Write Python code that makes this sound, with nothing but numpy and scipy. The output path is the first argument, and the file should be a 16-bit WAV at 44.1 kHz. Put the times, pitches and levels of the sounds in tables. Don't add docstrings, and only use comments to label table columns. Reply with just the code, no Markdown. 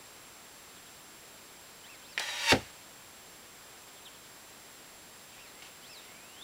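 import sys
import numpy as np
from scipy import signal
from scipy.fft import rfft, irfft, next_fast_len
from scipy.io import wavfile
from scipy.ndimage import uniform_filter1d, map_coordinates

SR = 44100
rng = np.random.default_rng(int(sys.argv[2]) if len(sys.argv) > 2 else 0)


def inscribe(sig):
    pcm = np.round(np.clip(np.atleast_2d(sig).T, -1, 1) * 32767)
    wavfile.write(sys.argv[1], SR, pcm.astype(np.int16))


N = 283563
T = np.arange(N) / SR

# frequency_hz, gain_db
HISS_SPECTRUM = [(12, -37), (20, -7), (149, -1), (181, -0.5), (316, 0), (817, -0.5), (1240, -1.5),
                 (5590, -6.5), (6990, -9.5), (7600, -8), (8270, -11), (10300, -12.5), (11600, -14.5),
                 (14000, -12.5), (15700, -17)]
TREBLE_RIPPLE = [(8800, -1), (10300, 5), (11800, -1.5), (13200, 1), (14200, 1), (15500, 1)]
# harmonic_number, level_db
WHINE_PARTIALS = [(1, -62), (2, -72.5)]
# frequency_hz, gain_db
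ECHO_SPECTRUM = [(60, 4), (300, -14), (1200, 3), (2500, 1.5), (4000, 0.5), (8000, 8.5), (15000, -4)]

# frequency_hz, gain_db
TWIG_SPECTRUM = [(200, -14), (900, -2), (1800, -5), (2700, 6), (3600, -3), (5500, -6), (12000, -30)]
# middle_s, length_s, level_db
HEDGE_RUSTLES = [(5.37, 0.27, -58.5), (5.65, 0.15, -56.5), (6.039, 0.28, -58.5)]
# start_s, level_db
TWIG_TICKS = [(5.622, -42), (5.625, -42.5), (5.63, -47), (5.650, -44), (5.657, -52), (5.668, -46),
              (5.671, -51), (5.701, -54)]

# start_s, length_s, level_db
RISING_CALLS = [(5.538, 0.075, -62), (6.039, 0.41, -62)]
# middle_s, level_db
FALLING_CALLS = [(0.774, -62), (0.876, -62.5), (3.888, -62), (3.979, -59), (4.07, -50), (4.149, -62),
                 (4.248, -66)]
# top_s, top_hz, half_width_s, fundamental_db, octave_db,
# octave_tilt_db_per_octave, swell_db_per_s
ARCHED_CALLS = [(1.91, 2726, 0.04, -54.5, -64.5, -9, -50), (2.1, 2703, 0.042, -62, -59, 0, 2),
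                (5.418, 2780, 0.05, -57.5, -69, -6, 30), (5.911, 2677, 0.049, -59, -56.5, -3, 35)]

# start_s, level_db, t60_s, tilt_db_per_octave
BOW_SNAPS = [(2.1776, -18.5, 0.015, 0.5), (2.182, -27, 0.029, -1.5), (2.196, -26, 0.023, 9),
             (2.199, -35.5, 0.16, -6)]
# frequency_hz, gain_db
SNAP_SPECTRUM = [(100, -48), (300, -24), (600, -10), (1000, -8), (1250, -7), (1650, 1), (2400, 1.5),
                 (2900, -4.5), (5000, -5), (6500, -22), (10000, -26), (15000, -51)]

# start_s, thump_db, crunch_db
POINT_SHOVES = [(2.5205, -26, -20), (2.5229, -39, -15), (2.5244, -48, -17), (2.5363, -35, -32)]
# frequency_hz, level_db, t60_s
TARGET_MODES = [(65, -12, 0.37), (89.8, -3.5, 0.37), (121, -2.5, 0.25), (208.6, 4, 0.19), (264, 8, 0.14),
                (300, -7, 0.23), (338, -1, 0.18), (388, -3, 0.15), (431, 0.5, 0.17), (518, 4.5, 0.13),
                (594, 2, 0.16), (688, -1, 0.1), (757, 9, 0.093), (836, 1.5, 0.13), (870, -2, 0.13)]
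KNOCK_MODES = [(221, 3.5, 0.036), (504, 4, .014), (766, 16, .014), (1600, 12, .008), (2900, 3, .005),
               (4630, 5, 0.0054)]
# frequency_hz, gain_db
CRUNCH_SPECTRUM = [(30, -30), (70, -10), (230, 2), (500, 5), (780, 12.5), (1100, -12), (1600, 7.5),
                   (2500, -2), (4700, 1.5), (6000, -13), (10000, -30), (15000, -39)]
BALE_SPECTRUM = [(40, -26), (100, -13), (260, -4.5), (500, 0), (850, -9.5), (1100, -18), (2000, -12.5),
                 (3500, -18), (7000, -28), (15000, -48)]

# pitch_ratio, width_hz, far_db, near_db
FEATHER_TONES = [(.62, 43, -8, -16), (.88, 65, -6, -21), (1, 23, -8, -6), (1.23, 21, -12, -15),
                 (1.55, 130, -7, -13), (1.9, 68, 0.5, -14), (2, 68, -4.5, -4), (2.13, 58, -17, -2),
                 (2.48, 36, -7, -4), (2.79, 78, -11, -6), (3, 86, -10, 0), (3.35, 110, -3.5, -16),
                 (4.03, 80, -1, -2.5), (4.98, 80, -10, -3), (6.03, 200, -6.5, -8), (7.08, 130, -12, -18),
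                 (8.05, 230, -18, -16)]
# frequency_hz, gain_db
RUSH_SPECTRUM = [(100, -34), (400, -25), (550, -19), (700, -25), (900, -8), (1300, -11), (1800, 0),
                 (2700, 1), (4300, -2.5), (7000, -9), (10000, -13.5), (15000, -26)]

LAUNCH_S, PASS_S, HIT_S = 2.192, 2.5095, 2.521
SPEED_M_PER_S, PASS_DISTANCE_M = 55, 0.683
WHISTLE_HZ, SAG_HZ_PER_S, DOPPLER_HZ = 973.6, 145, 21.7
FLIGHT_DB, DRAG_DB_PER_S = -20.5, 28.5
FLEX_DB, FLEX_S = 6, 0.0088
STOP_T60_S, LINGER_DB, LINGER_T60_S = 0.057, -20, 0.31


def amp(db):
    return 10 ** (np.asarray(db) / 20)


def unit(x):
    return x / np.sqrt(np.mean(x ** 2) + 1e-20)


def coloured(x, spectrum, tilt_db_per_octave=0):
    size = next_fast_len(len(x))
    hz = np.fft.rfftfreq(size, 1 / SR)
    points_hz, points_db = np.transpose(spectrum)
    db = np.interp(np.log(hz + 1), np.log(points_hz), points_db) + tilt_db_per_octave * np.log2(hz + 20)
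    return unit(irfft(rfft(x, size) * amp(db), size)[:len(x)])


def noise(spectrum, size=N, tilt_db_per_octave=0):
    return coloured(rng.standard_normal(size), spectrum, tilt_db_per_octave)


def burst(spectrum, t60_s, tilt_db_per_octave=0):
    t = T[:SR // 2]
    puff = noise(spectrum, len(t), tilt_db_per_octave)
    puff /= np.sqrt(uniform_filter1d(puff ** 2, size=160) + 1e-9)
    return puff * amp(-60 * t / t60_s) * np.minimum(t / .0003, 1)


def ringing(modes, t, neighbour_gain=1):
    return sum(neighbour_gain ** k * amp(db - 60 * t / t60_s) * np.sin(2 * np.pi * hz * t)
               for k, (hz, db, t60_s) in enumerate(modes))


def add(mix, start_s, sound):
    part = mix[round(start_s * SR):][:len(sound)]
    part += sound[:len(part)]


def camera(hiss_db=-52.5, whine_hz=7569.5, frame_hz=30):
    cycles = whine_hz * (T % (1 / frame_hz))
    whine = sum(np.sqrt(2) * amp(db) * np.sin(2 * np.pi * round(k) * cycles) for k, db in WHINE_PARTIALS)
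    return amp(hiss_db) * coloured(noise(HISS_SPECTRUM), TREBLE_RIPPLE) + whine


def tree_echo(x, t60_s=0.73, build_s=0.0069):
    t = T[:SR]
    tail = noise(ECHO_SPECTRUM, SR) * amp(-60 * t / t60_s) * (1 - np.exp(-t / build_s))
    return signal.fftconvolve(x, tail / np.linalg.norm(tail))[:N]


def twigs(tick_t60_s=0.022):
    out = np.zeros(N)
    for middle_s, length_s, db in HEDGE_RUSTLES:
        swell = signal.windows.hann(round(length_s * SR))
        add(out, middle_s - length_s / 2, amp(db) * swell * noise(TWIG_SPECTRUM, SR)[:len(swell)])
    for start_s, db in TWIG_TICKS:
        add(out, start_s, amp(db) * burst(TWIG_SPECTRUM, tick_t60_s))
    return out


def bird_tone(hz, db, jitter_depth=0.0123, shimmer_db=2.0):
    jitter, shimmer = unit(uniform_filter1d(rng.standard_normal((2, SR)), size=200))[:, :len(hz)]
    tone = np.sqrt(2) * np.sin(2 * np.pi * np.cumsum(hz * (1 + jitter_depth * jitter)) / SR)
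    return amp(db + shimmer_db * shimmer) * tone * signal.windows.tukey(len(hz), .1)


def rising_calls(start_hz=1993, rise_hz_per_s=2500, swoop_s=0.4, swoop_hz=758, swoop_db=18):
    out = np.zeros(N)
    for start_s, length_s, db in RISING_CALLS:
        t = np.arange(0, length_s, 1 / SR)
        swoop = np.minimum(t / swoop_s, 1) ** 5
        hz = start_hz + rise_hz_per_s * t + swoop_hz * swoop
        add(out, start_s, bird_tone(hz, db + swoop_db * swoop ** 2))
    return out


def falling_calls(length_s=0.042, middle_hz=3540, fall_hz_per_s=34200, low_ratio=0.89, low_db=-3.5):
    out = np.zeros(N)
    t = np.arange(-length_s / 2, length_s / 2, 1 / SR)
    hz = middle_hz - fall_hz_per_s * t
    shape_db = -17 * (t / t[0]) ** 2
    for middle_s, db in FALLING_CALLS:
        high_voice = bird_tone(hz, db + shape_db)
        low_voice = bird_tone(low_ratio * hz, db + shape_db + low_db)
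        add(out, middle_s + t[0], high_voice + low_voice)
    return out


def arched_calls(start_ratio=0.525, end_ratio=0.68, fundamental_db_per_octave=17):
    out = np.zeros(N)
    for top_s, top_hz, width_s, fundamental_db, octave_db, tilt, swell_db_per_s in ARCHED_CALLS:
        t = np.arange(-1.9 * width_s, 1.98 * width_s, 1 / SR)
        foot = np.where(t < 0, start_ratio, end_ratio)
        ratio = foot + (1 - foot) * np.exp(-(t / width_s) ** 2)
        shape_db = swell_db_per_s * t - 7 * np.linspace(-1, 1, len(t)) ** 6
        break_db = -4 * np.exp(-((t + 0.023) / 0.016) ** 2)
        low_db = shape_db + fundamental_db + fundamental_db_per_octave * np.log2(ratio)
        high_db = shape_db + octave_db + break_db + tilt * np.log2(ratio)
        add(out, top_s + t[0], bird_tone(top_hz * ratio, low_db))
        add(out, top_s + t[0], bird_tone(2 * top_hz * ratio, high_db))
    return out


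def bow(echo_delay_s=0.11, echo_db=-11):
    out = np.zeros(N)
    for start_s, db, t60_s, tilt in BOW_SNAPS:
        snap = amp(db) * burst(SNAP_SPECTRUM, t60_s, tilt)
        add(out, start_s, snap)
        add(out, start_s + echo_delay_s, amp(echo_db) * snap)
    return out


def target(ring_db=-2.5, shudder_db=-21.0, settle_db=-48):
    t, out = T[:SR // 2], np.zeros(N)
    thump = amp(ring_db) * ringing(TARGET_MODES, t, neighbour_gain=-0.972) - ringing(KNOCK_MODES, t)
    for start_s, thump_db, crunch_db in POINT_SHOVES:
        crunch = burst(CRUNCH_SPECTRUM, t60_s=0.024)
        add(out, start_s, amp(thump_db) * thump + amp(crunch_db) * crunch)
    shudder = amp(shudder_db) * burst(BALE_SPECTRUM, t60_s=0.18)
    settling = amp(settle_db) * burst(RUSH_SPECTRUM, t60_s=0.82)
    add(out, POINT_SHOVES[0][0], shudder + settling)
    bass_cut = signal.butter(2, 75, "high", fs=SR, output="sos")
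    return signal.sosfilt(bass_cut, out)


def vortex_tone(hz, width_hz):
    pole = np.exp(-np.pi * 1.5 * width_hz / SR)
    eddies = rng.standard_normal(len(hz)) + 1j * rng.standard_normal(len(hz))
    envelope = signal.lfilter([1], [1, -2 * pole, pole * pole], eddies)
    envelope /= (abs(envelope) + 1e-9) ** 0.21
    return unit((envelope * np.exp(2j * np.pi * np.cumsum(hz) / SR)).real)


def feather_rush(progress, snow_gain=0.17, far_lag_s=0.00066, near_lag_s=0.00114):
    direct = noise(RUSH_SPECTRUM, len(progress))
    lag_s = far_lag_s + (near_lag_s - far_lag_s) * progress
    reflected = map_coordinates(direct, [np.arange(len(direct)) - lag_s * SR], order=3)
    return unit(direct + snow_gain * reflected)


def arrow(whistle_db=-1.5, rush_db=-3, rush_near_db=-2, spin_hz=16.1, wobble=0.024, flutter_db=3):
    t, out = T[:SR // 2], np.zeros(N)
    flight_clock_s = np.minimum(LAUNCH_S + t, HIT_S)
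    flown_s, to_pass_s = flight_clock_s - LAUNCH_S, PASS_S - flight_clock_s
    stopped_s = np.maximum(LAUNCH_S + t - HIT_S, 0)
    progress = flown_s / (HIT_S - LAUNCH_S)
    closeness = PASS_DISTANCE_M / np.hypot(PASS_DISTANCE_M, SPEED_M_PER_S * to_pass_s)
    near = np.minimum(1.1 * progress ** 2, 1)
    spin = (1 - progress) * np.cos(2 * np.pi * spin_hz * (t - 0.0382))
    pitch_hz = (WHISTLE_HZ - SAG_HZ_PER_S * flown_s - DOPPLER_HZ * closeness) * (1 + wobble * spin)
    tones = unit(sum(amp(far_db + (near_db - far_db) * near) * vortex_tone(ratio * pitch_hz, width_hz)
                     for ratio, width_hz, far_db, near_db in FEATHER_TONES))
    stop_db = -60 * stopped_s / STOP_T60_S
    linger_db = np.maximum(stop_db, LINGER_DB - 60 * stopped_s / LINGER_T60_S)
    whistle = amp(whistle_db + flutter_db * spin + linger_db) * tones
    rush = amp(rush_db + rush_near_db * near + stop_db) * feather_rush(progress)
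    level_db = FLIGHT_DB + DRAG_DB_PER_S * to_pass_s + FLEX_DB * np.exp(-t / FLEX_S)
    add(out, LAUNCH_S, closeness * amp(level_db) * (whistle + rush))
    return out


def scene(shot_echo_db=-24, bird_echo_db=-9):
    shot = bow() + arrow() + target()
    birds_and_twigs = arched_calls() + falling_calls() + rising_calls() + twigs()
    echo = tree_echo(amp(shot_echo_db) * shot + amp(bird_echo_db) * birds_and_twigs)
    mono = shot + birds_and_twigs + echo + camera()
    return np.array([mono, mono])


def record(dry):
    low_pass = signal.firwin(801, cutoff=15830, window=("kaiser", 9), fs=SR)
    return signal.oaconvolve(dry, low_pass[None], "same")


dry = scene()
out = record(dry)
inscribe(out)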